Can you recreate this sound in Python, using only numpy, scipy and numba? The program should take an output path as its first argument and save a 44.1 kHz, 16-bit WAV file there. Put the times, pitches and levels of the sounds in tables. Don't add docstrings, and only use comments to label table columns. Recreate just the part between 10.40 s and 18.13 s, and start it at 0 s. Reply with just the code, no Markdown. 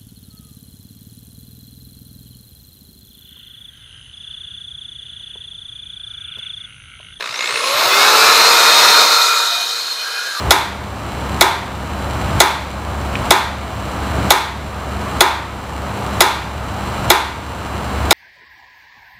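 import sys
import numpy as np
from scipy import signal
from scipy.fft import rfft, irfft, next_fast_len
from scipy.io import wavfile
from scipy.ndimage import uniform_filter1d
from numba import njit

SR = 44100
rng = np.random.default_rng(int(sys.argv[2]) if len(sys.argv) > 2 else 0)


def master(y):
    cut = np.clip(np.atleast_2d(y).T, -1, 1)
    pcm = np.round(cut * 32767)
    wavfile.write(sys.argv[1], SR, pcm.astype(np.int16))


N = 340893
AFTER = np.arange(SR) / SR

# frequency in Hz, relative level in dB per Hz.
CRACK_COLOUR = [(300, -4), (1000, -23), (2800, -4.5), (3700, 10.5), (4800, 0.5), (6800, 3.5), (8200, -4),
                (11500, -1), (15500, -6.5)]


def undb(db):
    return 10 ** (np.asarray(db) / 20)


def unit(x):
    return x / np.std(x)


def along(points, hz):
    point_hz, value = np.transpose(points)
    return np.interp(np.log(hz + 1e-3), np.log(point_hz), value)


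def noise(colour, size):
    hz = np.fft.rfftfreq(size, 1 / SR)
    spectrum = rfft(rng.standard_normal(size)) * undb(along(colour, hz))
    return unit(irfft(spectrum, size))


def resonate(x, hz, width):
    b, a = signal.iirpeak(min(hz, 0.45 * SR), hz / width, fs=SR)
    return signal.lfilter(b, a, x)


def treble(x, edge_hz, order):
    return signal.sosfilt(signal.butter(order, edge_hz, "high", fs=SR, output="sos"), x)


def fade(t60):
    return np.exp(-np.log(1000) * AFTER / t60)


def swell(peak_s, sharpness):
    u = AFTER / peak_s
    return (u * np.exp(1 - u)) ** sharpness


def add(out, s, x):
    i = max(int(s * SR), 0)
    out[i:i + len(x)] += x[:len(out) - i]


def waver(per_s):
    hold = int(SR / max(per_s, 0.5))
    levels = np.repeat(rng.standard_normal(N // hold + 1), hold)
    return unit(uniform_filter1d(levels, hold)[:N])


def drone(level_db=-23, waver_db=0.36, waver_per_s=3.04, steadiness=0.55):
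    # frequency in Hz, half the width of each filter in Hz, relative level in dB.
    low_bands = [(70.2, 2.7, -2), (100.4, 7.9, -6.5), (198.7, 7.7, -9.5)]
    out = 0
    for hz, half_width, db in low_bands:
        once = resonate(rng.standard_normal(N), hz, 2 * half_width)
        band = unit(resonate(once, hz, 2 * half_width))
        envelope = np.abs(signal.hilbert(band, next_fast_len(N))[:N])
        steadied = band / (envelope + 0.1) ** min(steadiness, 1)
        out = out + undb(db) * unit(steadied)
    return unit(out) * undb(level_db + waver_db * waver(waver_per_s))


def buzz(rate_hz=200, buzz_db=-35.0, uneven_db=2.5):
    # frequency in Hz, width in Hz, relative level in dB.
    peaks = [(2340, 260, 4.5), (2865, 380, 6), (3970, 256, 2.5), (5640, 1000, -13), (7270, 243, 1),
             (14000, 3500, -26)]
    at = np.arange(0, N - 2, SR / rate_hz)
    size = undb(uneven_db * rng.standard_normal(len(at)))
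    spikes = np.zeros(2 * N)
    spikes[np.round(2 * at).astype(int)] = size
    spikes = signal.resample_poly(spikes, 1, 2)
    ringing = sum(undb(db) * resonate(spikes, hz, width) for hz, width, db in peaks)
    return undb(buzz_db) * unit(ringing)


def air(air_db=-21):
    # frequency in Hz, relative level in dB per Hz.
    air_colour = [(25, -35), (36, -8), (46, 2), (140, 6), (175, 0.5), (270, 1), (420, -3), (700, 0.5),
                  (1250, -1.5), (2000, -12), (4300, -21.5), (4600, -24.5), (9000, -29), (9600, -33.5),
                  (15500, -33.5)]
    return undb(air_db) * noise(air_colour, size=N)


def shuffles(relative_width=1.1):
    # middle in seconds, half length in seconds, level in dB, centre frequency in Hz.
    moves = [(0.08, .025, -21, 110), (1.95, 0.058, -19, 84), (2.823, 0.052, -26.5, 149),
             (3.798, 0.05, -22, 280)]
    # frequency in Hz, relative level in dB per Hz.
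    paw_colour = [(30, -23), (60, 11), (120, 5), (260, -6), (600, -6), (1500, -33), (5000, -52)]
    time = np.arange(N) / SR
    out, rubbing = np.zeros(N), noise(paw_colour, size=N)
    for s, half, db, hz in moves:
        pressure = undb(db) * np.exp(-0.5 * ((time - s) / half) ** 2)
        out += pressure * unit(resonate(rubbing, hz, relative_width * hz))
    return out


def slide(slide_db=-20, slide_t60=0.023):
    lead = SR // 50
    growth = fade(slide_t60)[:lead][::-1]
    return undb(slide_db) * noise(CRACK_COLOUR, size=lead) * growth


def crack(crack_db=4, crack_t60=0.046):
    return undb(crack_db) * noise(CRACK_COLOUR, size=SR) * fade(crack_t60)


def knock(sharpness=2.97, case_db=3, scatter_db=2.05):
    # usual frequency in Hz, usual relative level in dB, time to swell to the peak in seconds.
    case_tones = [(319, -16.5, 0.02), (362, -6, 0.015), (712.2, -3, 0.0064), (838, 0, 0.0058),
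                  (1060, -4.5, 0.0071), (1216, -2, 0.0027), (1419, -1, 0.0069), (2011, 0, 0.0047),
                  (2235, -1, 0.0036), (2470, -5, 0.0023), (3436, 1, 0.0038), (3746, 1.5, 0.0036),
                  (4095, -2.5, 0.0038), (5090, -7, 0.0045), (6620, -8.5, 0.0044), (7920, -10, 0.0039),
                  (9160, -2.5, 0.00049), (11360, -1, 0.0014)]
    chance = rng.standard_normal((len(case_tones), 2))
    out = 0
    for k, ((hz, db, peak_s), (size, detune)) in enumerate(zip(case_tones, chance)):
        heard_hz = hz * (1 + 0.003 * detune)
        mode = np.sin(2 * np.pi * heard_hz * AFTER) * swell(peak_s, sharpness)
        direction = (-1) ** k
        out = out + direction * undb(case_db + db + scatter_db * size) * mode
    return out


def thump(hz=590, thump_db=8, arrives_s=0.00661, spread_s=0.0012):
    t = AFTER - arrives_s
    return undb(thump_db) * np.sin(2 * np.pi * hz * t) * np.exp(-0.5 * (t / spread_s) ** 2)


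def rebound(blow, delay_s=0.0112, edge_hz=3200, first_db=-7, cluster_db=-9, cluster_t60=0.016):
    bright = treble(blow, edge_hz, order=2)
    cluster = rng.standard_normal(SR) * fade(cluster_t60)
    scattered = signal.fftconvolve(bright, cluster / np.linalg.norm(cluster))[:SR]
    out = np.zeros(SR)
    add(out, delay_s, undb(first_db) * bright + undb(cluster_db) * scattered)
    return out


def diffuse():
    # frequency in Hz, relative level in dB per Hz.
    tail_colour = [(100, -91), (250, -5), (350, -2), (550, -4), (900, 0.5), (1400, -4), (1750, -5),
                   (2250, -4.5), (2950, -14), (3600, -6), (4700, -16), (7000, -18), (11500, -21.5),
                   (15500, -28)]
    # frequency in Hz, time to fall by 60 dB in seconds.
    decay_times = [(150, 0.21), (400, 0.38), (1000, 0.6), (3500, 0.65), (7000, 0.46), (14000, 0.4)]
    hz = np.fft.rfftfreq(SR, 1 / SR)
    spectrum = rfft(noise(tail_colour, size=SR))
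    centres = 125 * 2.0 ** np.arange(8)
    out = 0
    for centre, row in zip(centres, np.eye(len(centres))):
        share = np.interp(np.log(hz + 1), np.log(centres), row)
        out = out + irfft(spectrum * share, SR) * fade(along(decay_times, centre))
    return out


def room(diffuse_db=-2, diffuse_build_s=0.0061, ring_db=-11, ring_t60=0.54, ring_build_s=0.0071):
    # frequency in Hz, relative level in dB.
    ring_tones = [(326, -9), (388, -5.5), (689, -3), (778, -8), (846, 2.5), (876, 0.5), (912, 2), (937, 4),
                  (1014, 4.5), (1168, 0.5), (1265, 2), (1379, 0), (1440, -1), (1585, 0), (1825, -6),
                  (2042, -4.5), (2218, -5), (2340, -8), (2800, -8.5), (3433, -6), (3452, -3.5), (4047, -7),
                  (4130, -10), (4701, -11), (6305, -17)]
    ring = sum(undb(db) * np.sin(2 * np.pi * (hz * AFTER + rng.random())) for hz, db in ring_tones)
    ring = undb(ring_db) * ring * fade(ring_t60) * (1 - np.exp(-AFTER / ring_build_s))
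    return ring + undb(diffuse_db) * diffuse() * (1 - np.exp(-AFTER / diffuse_build_s))


def metronome(fresh_db=-10, bright_hz=3500):
    # start in seconds, strength in dB, treble boost in dB.
    beats = [(0.1074, 0.5, 2.5), (1.0099, 0.5, 0), (2.0028, 0, 1), (2.9070, 0.5, -0.5), (3.9052, 0.15, 1.5),
             (4.807, 2, -3), (5.8062, -0.5, 1.5), (6.7019, 1, -0.5), (7.7083, -2, -1.5)]
    out, answer = np.zeros(N), room()
    for s, db, bright_db in beats:
        before = slide()
        add(out, s - len(before) / SR, before)
        blow = knock() + crack()
        beat = blow + thump() + rebound(blow) + answer + undb(fresh_db) * diffuse()
        beat = beat + (undb(bright_db) - 1) * treble(beat, bright_hz, order=1)
        add(out, s, undb(db) * beat)
    return out


def taps():
    # start in seconds, frequency in Hz, width of each of two filters in Hz, level in dB.
    touches = [(2.7532, 2500, 1090, -14.5)]
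    out = np.zeros(N)
    for s, hz, width, db in touches:
        once = resonate(rng.standard_normal(SR), hz, width)
        grain = unit(resonate(once, hz, width))
        add(out, s, undb(db) * grain * swell(peak_s=0.0019, sharpness=1.5))
    return out


def scene():
    background = drone() + buzz() + air()
    return (background + shuffles() + metronome() + taps())[None]


@njit
def follow(x, start, attack, release):
    out, level = np.empty(len(x)), start
    for i in range(len(x)):
        level = level * release + attack * max(abs(x[i]) - level, 0.)
        out[i] = level
    return out


def record(dry, target=0.82, start_level=0.95, attack_s=0.0039, recover_db_per_s=12, ceiling=0.98,
           top_hz=15500):
    attack = 1 / (attack_s * SR)
    release = float(undb(-recover_db_per_s / SR))
    held = follow(dry[0], float(start_level), attack, release)
    loud = np.clip(dry * target / held, -ceiling, ceiling)
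    low_pass = signal.ellip(10, 0.1, 70, top_hz, fs=SR, output="sos")
    return signal.sosfilt(low_pass, loud)


dry = scene()
out = record(dry)
master(out)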